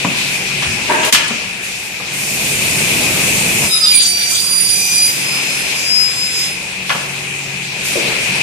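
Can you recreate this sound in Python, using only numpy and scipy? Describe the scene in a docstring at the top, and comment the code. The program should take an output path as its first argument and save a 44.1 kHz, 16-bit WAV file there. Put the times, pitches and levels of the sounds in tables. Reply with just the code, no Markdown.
"""Automatic saw cutting aluminium.

The profile slides forward, groaning as it sticks and slips, and air clamps bang shut. Coolant mist
hisses and the spinning blade comes out of its slot, stirring the air. Its teeth whine, chatter and tear
off chips as it slows in the metal; it rings on as it draws back, cylinders vent and the clamps let go.
The machine hums and drones underneath, and the blows echo in the workshop."""
import sys
import numpy as np
from scipy import signal
from scipy.io import wavfile
from scipy.ndimage import uniform_filter1d

SR = 44100
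rng = np.random.default_rng(int(sys.argv[2]) if len(sys.argv) > 2 else 0)


def persist_wave(psi):
    """Save psi, clipped to +-1, as 16-bit WAV."""
    counts = np.round(np.clip(psi, -1, 1) * 32767).astype(np.int16)
    wavfile.write(sys.argv[1], SR, np.atleast_2d(counts).T)


N = 371322
ADVANCE_S, CUT_START_S, CUT_END_S, CLEAR_S = 1.96, 3.68, 5.26, 6.52  # blade stroke
TEETH = 108
TONE_DB, OCTAVE_DB, RUB_TONE_DB, RUB_OCTAVE_DB = -12, -15, -27, -33  # at full load; rubbing only


def whine(turns, tooth_hz, load):
    """Teeth strike harder with load; run-out throbs once a turn; fast glides beat with their echoes."""
    biting = np.clip(2 * load, 0, 1)
    rubbing = gate(CUT_START_S - .08, CLEAR_S, attack_s=.07, fall_db_per_s=150) * from_db(2.9 * drift(6))
    glide_hz_per_s = np.gradient(uniform_filter1d(tooth_hz, SR // 20)) * SR
    echo_share = .07 + .12 * biting + .5 * np.clip(np.abs(glide_hz_per_s) / 1300, 0, 1)
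    shaft_rad = 2 * np.pi * turns
    phase = TEETH * shaft_rad + .09 * biting * drift(90)
    throb = 1 + biting * (.15 * np.sin(shaft_rad) + .08 * np.sin(2 * shaft_rad) + .1 * drift(60))
    tone_gain = np.hypot(from_db(TONE_DB) * load, from_db(RUB_TONE_DB) * rubbing) * pan(-.5)
    octave_gain = np.hypot(from_db(OCTAVE_DB) * np.sqrt(load), from_db(RUB_OCTAVE_DB) * rubbing) * pan(-16)
    tone = with_squeals(tone_gain, 1) * tooth_tone(phase, echo_share, flutter=.071)
    octave = with_squeals(octave_gain, 2) * tooth_tone(2 * phase, echo_share + .24, flutter=.11)
    third = biting * from_db(-30) * tooth_tone(3 * phase, echo_share + .2, flutter=.1)
    return throb * (tone + octave + third)


def tooth_tone(phase, echo_share, flutter):
    """One blade harmonic, out of step at the two ears; cabinet reflections beat against it."""
    sides = [np.exp(1j * (offset_rad + .45 * drift(1.5))) + echo_share * (drift(22) + 1j * drift(22))
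             for offset_rad in (-.65, .65)]
    tone = np.real(np.array(sides) * (1 + flutter * drift(150)) * np.exp(1j * phase))
    return tone / np.sqrt(1 + 2 * echo_share ** 2)


# Blade squeals: middle t/s, half-power length/s, harmonic, peak level/dB, left-right/dB
SQUEALS = [(3.747, 0.041, 1, -8.5, 15), (3.835, .05, 1, -9, -8), (3.905, 0.082, 1, -8.5, 2),
           (4.027, 0.085, 1, -12, 8), (4.44, 0.22, 1, -17, -20), (4.71, 0.17, 1, -15, -17),
           (5.039, 0.093, 1, -9, 1.5), (5.351, 0.09, 1, -23, -14), (5.989, 0.13, 1, -6.5, 11),
           (6.231, 0.08, 1, -14, 5), (6.404, 0.11, 1, -15.5, -2), (3.74, 0.052, 2, -14, -17),
           (3.964, 0.035, 2, -3.5, -17), (4.637, .12, 2, -9, -12), (5.025, 0.1, 2, -11, -16)]


def with_squeals(steady_gain, order):
    """Stereo gain of one harmonic: the blade rings up and dies away in bell-shaped swells."""
    power = steady_gain ** 2
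    for middle_s, length_s, harmonic, db, lean_db in SQUEALS:
        if harmonic == order:
            swell = .5 ** np.minimum((2 * (seconds() - middle_s) / length_s) ** 2, 60)
            power = power + (from_db(db) * pan(lean_db)) ** 2 * swell
    return np.sqrt(power)


# Tooth-passing rate in the cut: t/s, f/Hz
TOOTH_RATE = [(3.68, 5053), (3.774, 5020), (3.928, 4820), (3.996, 4690), (4.098, 4640), (4.486, 4813),
              (4.628, 4788), (4.878, 4865), (4.972, 4842), (5.1, 4880)]
IDLE_HZ, RUN_UP_S = 5054, .23
FULL_SAG_HZ, INERTIA_S = 503, .11


def blade_speed():
    """Tooth rate in Hz: dragged down in the cut, then running back up to idle."""
    cutting_hz = in_time(TOOTH_RATE)
    return IDLE_HZ + (cutting_hz - IDLE_HZ) * settling(TOOTH_RATE[-1][0], RUN_UP_S)


def blade_load(tooth_hz):
    """Cutting force, 1 at full load: it holds the speed down and brakes the blade's inertia."""
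    sag_hz = uniform_filter1d(tooth_hz[0] - tooth_hz, SR // 12)
    braking_hz = INERTIA_S * np.gradient(sag_hz) * SR
    cutting = gate(CUT_START_S, CUT_END_S, attack_s=.02, fall_db_per_s=157)
    return np.maximum(sag_hz + braking_hz, 0) / FULL_SAG_HZ * cutting


# Teeth catching an edge: start/s, end/s, shaft order, level/dB, spread/orders
RASPS = [(3.676, 3.924, 28, -31.5, .8), (3.684, 3.818, 82, -18.5, 2.8), (3.824, 3.935, 81, -18, 3),
         (3.866, 4.063, 88, -21, 12), (3.905, 4.003, 54, -18, .9), (5.8, 6.55, 162, -31, .5)]
# Passes through the profile's two walls: start/s, end/s, level/dB
WALLS = [(4.003, 4.469, -5), (4.661, 5.161, -2.5)]
# Chatter in each wall: shaft order, relative level/dB, spread/orders
WALL_CHATTER = [(17, -36.5, .8), (54, -21, .4), (133.6, -19, 2.2), (243, -33, 4)]


def chatter(turns):
    """Uneven teeth repeat every turn, so chatter is a cluster of wavering shaft orders."""
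    out = np.zeros((2, N))
    in_walls = [(start_s, end_s, centre, wall_db + db, width)
                for start_s, end_s, wall_db in WALLS for centre, db, width in WALL_CHATTER]
    for start_s, end_s, centre, db, width in RASPS + in_walls:
        span = slice(int(start_s * SR), int(end_s * SR))
        reach = np.ceil(2 * width)
        offsets = np.arange(-reach, reach + 1)[:, None]
        weights = np.exp(-(offsets / width) ** 2 / 2)
        lines = weights * np.exp(2j * np.pi * (round(centre) + offsets) * turns[span])
        swell = np.sin(np.linspace(0, np.pi, lines.shape[1], endpoint=False))
        for side in range(2):
            wander_rad = np.cumsum(rng.standard_normal(lines.shape), axis=1) * np.sqrt(25 / SR)
            wander_rad += 2 * np.pi * rng.random(offsets.shape)
            cluster = rms_one(np.real(lines * np.exp(1j * wander_rad)).sum(axis=0))
            out[side, span] += from_db(db) * cluster * swell
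    return out


# Chip spectrum: f/Hz, relative level/dB
CHIP_SPECTRUM = [(700, -18), (1500, -2), (3000, 0.5), (6000, 5), (8500, 0.5), (11000, -6), (14500, -39)]
CHIPS_DB, GRAZE_DB, GRAZE_START_S, GRAZE_END_S = -15.5, -21, 6.31, 6.46


def chips(turns, load):
    """Chips tear off with load, in spurts once a turn and at random; the returning blade grazes the cut."""
    graze = gate(GRAZE_START_S, GRAZE_END_S, attack_s=.084, fall_db_per_s=300)
    strength = from_db(CHIPS_DB) * load + from_db(GRAZE_DB) * graze
    spurts_db = .41 * np.sin(2 * np.pi * turns) + drift(25)
    return strength * from_db(spurts_db) * noise(CHIP_SPECTRUM, flicker_db=3.5)


# Clamp, stop and cylinder blows: t/s, contact level/dB, low f/Hz, high f/Hz, t60/s, thud level/dB
BLOWS = [(.047, -13, 332, 1140, 0.096, -8), (.623, -18.5, 597, 3970, 0.28, -27),
         (.652, -23, 70, 170, 0.59, -40), (1.031, -18.5, 300, 4000, 0.67, -44),
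         (1.048, -17, 2510, 10800, 0.46, -40), (1.125, -4, 1300, 9300, 0.22, -19),
         (1.147, -5.5, 1100, 5600, 0.11, -27), (1.279, -20.5, 7700, 9500, 0.058, -45),
         (1.306, -21.5, 250, 900, 0.12, -16.5), (2.0, -29.5, 300, 1210, 0.2, -37),
         (6.894, -14.5, 900, 3497, .059, -35), (6.902, -12.5, 603, 2600, 0.22, -33),
         (6.95, -22, 300, 1500, 0.19, -27), (7.955, -18.5, 291.5, 540, 0.59, -36),
         (8.079, -26.5, 250, 546, .39, -20.5)]
# Machine frame modes: f/Hz, relative level/dB, t60/s
FRAME_MODES = [(583, -12, 0.29), (1142, -6, 0.19), (1466, -13.5, 0.41), (1600, -25, .35),
               (1714, 6.5, 0.093), (2038, 2, 0.15), (2410, -3, 0.3), (3207, 2, 0.11), (3180, -30, 0.36),
               (3510, -31, 0.36), (4500, -24, .15)]
THUD_BAND_HZ, THUD_T60_S = (153, 270), .11


def blows():
    """Blows shake dense panel modes and the frame; the contact sets the band, and the cabinet thuds."""
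    out, t = np.zeros((2, N + SR)), seconds(SR)
    crack = 1 + .48 * np.exp(-t / .0055)
    for start_s, db, low_hz, high_hz, t60_s, thud_db in BLOWS:
        panels = rng.standard_normal((2, SR))
        frame = sum(from_db(mode_db - 60 * t / ring_s) * np.sin(2 * np.pi * (hz * t + rng.random((2, 1))))
                    for hz, mode_db, ring_s in FRAME_MODES)
        hit = band(panels * crack * decay(t60_s) + .12 * frame, low_hz, high_hz)
        hit /= np.std(band(panels, low_hz, high_hz))
        thud = band(panels * decay(THUD_T60_S), *THUD_BAND_HZ) / np.std(band(panels, *THUD_BAND_HZ))
        start = round(start_s * SR)
        out[:, start:start + SR] += from_db(db) * spread(hit, np.sqrt(low_hz * high_hz))
        out[:, start:start + SR] += from_db(thud_db) * spread(thud, THUD_BAND_HZ[0])
    return out[:, :N]


def guard_ring(x):
    """The sheet-metal guard rings on after a blow, in a narrow band of dense modes."""
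    return noise_tail(x, decay(t60_s=.17), low_hz=2720, high_hz=3240)


# Resonances of the hollow profile: f/Hz, width/Hz, relative level/dB
PROFILE_MODES = [(366, 230, 0), (606, 26, 0), (900, 26, 4.5), (1010, 20, -17), (1430, 25, -19),
                 (1586, 12, 3), (1710, 12, 0), (1870, 19, -6)]
FEED_START_S, FEED_STOP_S, SETTLE_S = .88, 1.097, .083
BREAKAWAY_DB, SLIDING_DB, SLIPS_PER_S = -9, -23.5, 2500


def slide():
    """The profile breaks loose, then sticks and slips over the table, groaning in its own resonances."""
    level_db = SLIDING_DB + (BREAKAWAY_DB - SLIDING_DB) * settling(FEED_START_S + .022, SETTLE_S)
    moving = gate(FEED_START_S, FEED_STOP_S, attack_s=.036, fall_db_per_s=700)
    slips = (rng.random(N) < SLIPS_PER_S / SR) * rng.standard_normal((2, N))
    groan = rms_one(sum(from_db(db) * stereo_band(slips, hz, width) for hz, width, db in PROFILE_MODES))
    scrape = rms_one(band(slips, low_hz=250, high_hz=1300))
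    return moving * from_db(level_db) * rms_one(groan + .46 * scrape)


# Cylinder vents: start/s, end/s, level/dB, fall/(dB/s)
VENTS = [(.14, 0.297, -24, 37), (1.61, 1.665, -24.5, 28), (5.145, 6.483, -23.5, 114),
         (6.844, 6.889, -26.5, 38), (7.825, 7.869, -19, 41)]
# Exhaust spectrum: f/Hz, relative level/dB
EXHAUST_SPECTRUM = [(600, -31), (1500, -6), (3500, -1), (7000, -0.5), (9500, -2.5), (12000, -6),
                    (14500, -22)]
HISS_ATTACK_S, LEAK_DB = .035, -41


def cylinder_air():
    """Cylinders vent while they move, over a small steady leak."""
    vent_power = sum((from_db(db) * gate(start_s, end_s, HISS_ATTACK_S, fall)) ** 2
                     for start_s, end_s, db, fall in VENTS)
    strength = np.sqrt(from_db(LEAK_DB) ** 2 + vent_power)
    return strength * noise(EXHAUST_SPECTRUM, flicker_db=2) * pan(1)


# Swells of the mist hiss: start/s, end/s, full level/dB
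MIST_SWELLS = [(2.105, 3.68, -17.5), (4.23, 5.096, -18)]
# Mist spectrum: f/Hz, relative level/dB
MIST_SPECTRUM = [(600, -40), (1500, -15), (3500, -5), (6000, -1), (8500, 3), (11000, -2.5), (14500, -7)]
SWELL_FROM_DB, SWELL_TAU_S = -6.5, .32


def coolant_mist():
    """Bright mist hiss that swells, sinks under the heaviest cutting and swells back."""
    strength = 0
    for start_s, end_s, db in MIST_SWELLS:
        audible = gate(start_s, end_s, HISS_ATTACK_S, fall_db_per_s=55)
        strength += audible * from_db(db + SWELL_FROM_DB * settling(start_s, SWELL_TAU_S))
    return strength * noise(MIST_SPECTRUM, flicker_db=1) * pan(1.5)


# Air stirred by the blade: t/s, level/dB
WINDAGE_LEVEL = [(0, -24), (1.0, -22.5), (1.3, -26), (1.9, -30), (2.45, -23.5), (2.95, -20.5),
                 (3.66, -20.5), (3.72, -28), (4.0, -36), (4.5, -33), (4.9, -31.5), (5.35, -22.5),
                 (5.75, -23.5), (5.92, -27.5), (6.9, -28), (7.7, -27.5), (8.0, -22.5), (8.42, -20.5)]
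# Windage spectrum: f/Hz, relative level/dB
WINDAGE_SPECTRUM = [(90, -39), (130, -8), (250, -9), (450, -11), (800, -10), (1300, -14.5), (1900, -9.5),
                    (2500, -5), (3400, -8.5), (5000, -11), (7500, -10.5), (10000, -17.5), (14000, -32.5)]
# Tooth gullets resonating in the guard: f/Hz, nominal width/Hz, relative level/dB
GULLETS = [(2265, 350, -2.5), (2495, 195, 1), (2684, 160, -10.5)]


def windage(level_db):
    """The spinning teeth stir the air, which sings hollowly in the guard."""
    hollow = 0
    for hz, width_hz, db in GULLETS:
        broad = resonate(rng.standard_normal((2, N)), hz, 2 * width_hz)
        hollow += from_db(db) * rms_one(resonate(broad, hz, 2 * width_hz))
    rush = from_db(2) * noise(WINDAGE_SPECTRUM, flicker_db=1.96)
    return from_db(level_db) * (rush + hollow * pan(7))


# Turbulence spectrum: f/Hz, relative level/dB
BUFFET_SPECTRUM = [(65, -7), (110, 2), (180, 4.5), (280, -1.5), (500, -5.5), (1000, -13), (2000, -44),
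                   (5000, -60)]
BUFFET_SHARE_DB, APPROACH_DB, IN_CUT_DB = -15, -24, -38


def buffet(windage_db):
    """Low turbulence of the blade's draught swells as the gap to the profile closes; drops at contact."""
    draught = from_db(windage_db + BUFFET_SHARE_DB)
    approach = from_db(APPROACH_DB) * gate(ADVANCE_S, CUT_START_S, attack_s=.94, fall_db_per_s=300)
    in_cut = from_db(IN_CUT_DB) * gate(CUT_START_S, CUT_END_S, attack_s=.21, fall_db_per_s=7)
    return np.sqrt(draught ** 2 + approach ** 2 + in_cut ** 2) * noise(BUFFET_SPECTRUM, flicker_db=1)


# Motor hum: shaft order, level/dB
HUM_ORDERS = [(3, -42), (8, -49.5), (17, -55.5)]
# Hum envelope: t/s, gain/dB
HUM_GAIN = [(0, 6), (.8, 7), (1.6, -15), (2.3, 3), (3.6, 2), (3.9, -10), (4.9, -17), (5.3, 8.5), (6.0, -7),
            (6.8, -1.5), (7.2, 6), (8.42, 5)]


def motor(turns):
    """The motor hums at low orders of the shaft, wavering a little."""
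    hum = sum(from_db(db + 2 * drift(2.8)) * np.sin(2 * np.pi * order * turns + .079 * drift(3.2))
              for order, db in HUM_ORDERS)
    return np.sqrt(2) * hum * from_db(in_time(HUM_GAIN)) * pan(2)


# Low machine drone, strongest as a hum near four times shaft speed: f/Hz, width/Hz, level/dB
DRONE_BANDS = [(100, 23, -50.5), (183.4, 16, -42), (440, 90, -47.5)]
# Hall rumble spectrum: f/Hz, relative level/dB
HALL_SPECTRUM = [(25, -5), (45, -2), (90, 10), (150, -1)]


def drone(turns, windage_db):
    """The machine drones in narrow noise bands over the shaft's unbalance and the hall's rumble."""
    bands = sum(from_db(db) * stereo_band(rng.standard_normal((2, N)), hz, width_hz)
                for hz, width_hz, db in DRONE_BANDS)
    unbalance = .5 * np.sin(2 * np.pi * turns)
    rumble_db = -43 + .74 * (windage_db + 24.5)  # follows part of the windage's swing
    return bands + from_db(rumble_db) * (unbalance + .64 * noise(HALL_SPECTRUM, flicker_db=1.5))


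def bass_dip(x, edge_hz=92):
    """The deep bass drops away during the cut and creeps back afterwards."""
    share = gate(CUT_START_S, CUT_END_S, attack_s=.091, fall_db_per_s=29)
    thin = signal.sosfilt(signal.butter(4, edge_hz, "high", fs=SR, output="sos"), x)
    return (1 - share) * x + share * thin


def cabinet_echoes(x, count=6, echo_db=-15, delay_range_s=(.0015, .012)):
    """Close reflections, different at each ear, comb the hiss without changing its level."""
    out = x.copy()
    lags = (SR * rng.uniform(*delay_range_s, (2, count))).astype(int)
    for side in range(2):
        for k, lag in enumerate(lags[side]):
            out[side, lag:] += (-1) ** k * from_db(echo_db) * x[side, :-lag]
    return out / np.sqrt(1 + count * from_db(echo_db) ** 2)


def workshop(x):
    """The hall returns a diffuse, dull tail after 12 ms."""
    return noise_tail(x, decay(t60_s=.99) * (seconds(SR) > .012), low_hz=152, high_hz=5070)


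# Stereo likeness: f/Hz, left-right correlation (capped at 1)
LIKENESS = [(40, 0.1), (120, 1.06), (300, 0.76), (600, 0.66), (1200, 0.1), (3000, 0.06), (10000, 0)]
# Stereo balance: f/Hz, left-right/dB
LEAN = [(100, 2.5), (1000, 2), (2500, 2), (5000, 2.5), (10000, -8.5)]


def spread(pair, hz):
    """Two unrelated signals become left and right: alike in the upper bass, unrelated in the treble."""
    alike = np.clip(at_hz(LIKENESS, hz), -1, 1)
    mid = np.sqrt((1 + alike) / 2) * pair[0]
    side = np.sqrt((1 - alike) / 2) * pair[1]
    return np.array([mid + side, mid - side]) * pan(at_hz(LEAN, hz))


def stereo_band(pair, hz, width_hz):
    """One narrow band in stereo; rms 1."""
    return rms_one(spread(band(pair, hz - width_hz / 2, hz + width_hz / 2), hz))


def noise(spectrum, flicker_db):
    """Bands of stereo noise, each flickering on its own; rms 1."""
    edges_hz = np.r_[np.geomspace(25, 4500, 15), np.linspace(6000, 15000, 6)]
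    white = rng.standard_normal((2, 2, N))
    out = 0
    for k, (low_hz, high_hz) in enumerate(zip(edges_hz, edges_hz[1:])):
        hz = np.sqrt(low_hz * high_hz)
        if spectrum[0][0] / np.sqrt(2) < hz < spectrum[-1][0] * 2:
            gain = from_db(at_hz(spectrum, hz) + flicker_db * drift(7))
            out += gain * spread(band(white[k % 2], low_hz, high_hz), hz)
    return rms_one(out)


def noise_tail(x, envelope, low_hz, high_hz):
    """Convolves with one second of shaped band noise of unit energy."""
    tail = band(rng.standard_normal((2, SR)), low_hz, high_hz) * envelope
    return signal.fftconvolve(x, tail / np.sqrt(np.sum(tail ** 2) / 2), axes=1)[:, :N]


def drift(rate_hz):
    """Smooth random curve of spread 1."""
    hop, warm_up = 40, 2000
    pole = np.exp(-2 * np.pi * rate_hz * hop / SR)
    white = rng.standard_normal(N // hop + warm_up + 2)
    slow = signal.lfilter([1], [1, -2 * pole, pole ** 2], white)[warm_up:]
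    return np.interp(np.arange(N) / hop, np.arange(len(slow)), rms_one(slow))


def band(x, low_hz, high_hz):
    edges_hz = np.clip([low_hz, max(high_hz, 1.1 * low_hz)], 10, .47 * SR)
    return signal.sosfilt(signal.butter(2, edges_hz, "band", fs=SR, output="sos"), x)


def resonate(x, hz, width_hz):
    """One resonance with peak gain 1."""
    r = np.exp(-np.pi * width_hz / SR)
    feedback = [1, -2 * r * np.cos(2 * np.pi * hz / SR), r * r]
    return signal.lfilter(np.array([1, 0, -1]) * (1 - r * r) / 2, feedback, x)


def gate(start_s, end_s, attack_s, fall_db_per_s):
    """Rises from the start, holds at 1, dies away after the end."""
    t = seconds()
    fall_db = np.minimum(fall_db_per_s * np.maximum(t - end_s, 0), 200)
    return np.clip((t - start_s) / attack_s, 0, 1) * from_db(-fall_db)


def settling(start_s, tau_s):
    """1 up to the start, then relaxing towards 0."""
    return np.exp(-np.maximum(seconds() - start_s, 0) / tau_s)


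def decay(t60_s):
    return from_db(-60 * seconds(SR) / t60_s)


def pan(lean_db):
    """Constant-power gains; positive leans left."""
    gains = from_db(lean_db * np.array([[.5], [-.5]]))
    return gains / np.sqrt(np.mean(gains ** 2))


def in_time(table):
    return np.interp(seconds(), *np.transpose(table))


def at_hz(table, hz):
    points_hz, values = np.transpose(table)
    return np.interp(np.log(hz), np.log(points_hz), values)


def seconds(samples=N):
    return np.arange(samples) / SR


def from_db(db):
    return 10 ** (np.asarray(db) / 20)


def rms_one(x):
    return x / np.sqrt(np.mean(x ** 2) + 1e-20)


# The whole sound ducks briefly just before the clamp bang: t/s, gain/dB
PRE_BANG_DIP = [(1.092, 0), (1.113, -10), (1.1235, -10), (1.1255, 0)]


def scene():
    """Blade speed sets the load, which drives whine and chips; feed, clamps and air surround the cut."""
    tooth_hz = blade_speed()
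    turns = np.cumsum(tooth_hz) / SR / TEETH
    load = blade_load(tooth_hz)
    windage_db = in_time(WINDAGE_LEVEL)
    knocks = blows()
    handling = knocks + from_db(-13.5) * guard_ring(knocks) + slide()
    idling = bass_dip(windage(windage_db) + buffet(windage_db) + motor(turns) + drone(turns, windage_db))
    singing = whine(turns, tooth_hz, load) + chatter(turns)
    hiss = cabinet_echoes(chips(turns, load) + cylinder_air() + coolant_mist())
    reverb = from_db(-11.5) * workshop(handling)
    return from_db(in_time(PRE_BANG_DIP)) * (singing + handling + hiss + idling + reverb)


CEILING, CUTOFF_HZ = .95, 14650


def record(dry):
    """The loudest peaks overload softly; the top treble is cut."""
    held = dry / (1 + np.abs(dry / CEILING) ** 6) ** (1 / 6)
    return signal.sosfilt(signal.ellip(12, .1, 80, CUTOFF_HZ, fs=SR, output="sos"), held)


dry = scene()
out = record(dry)
persist_wave(out)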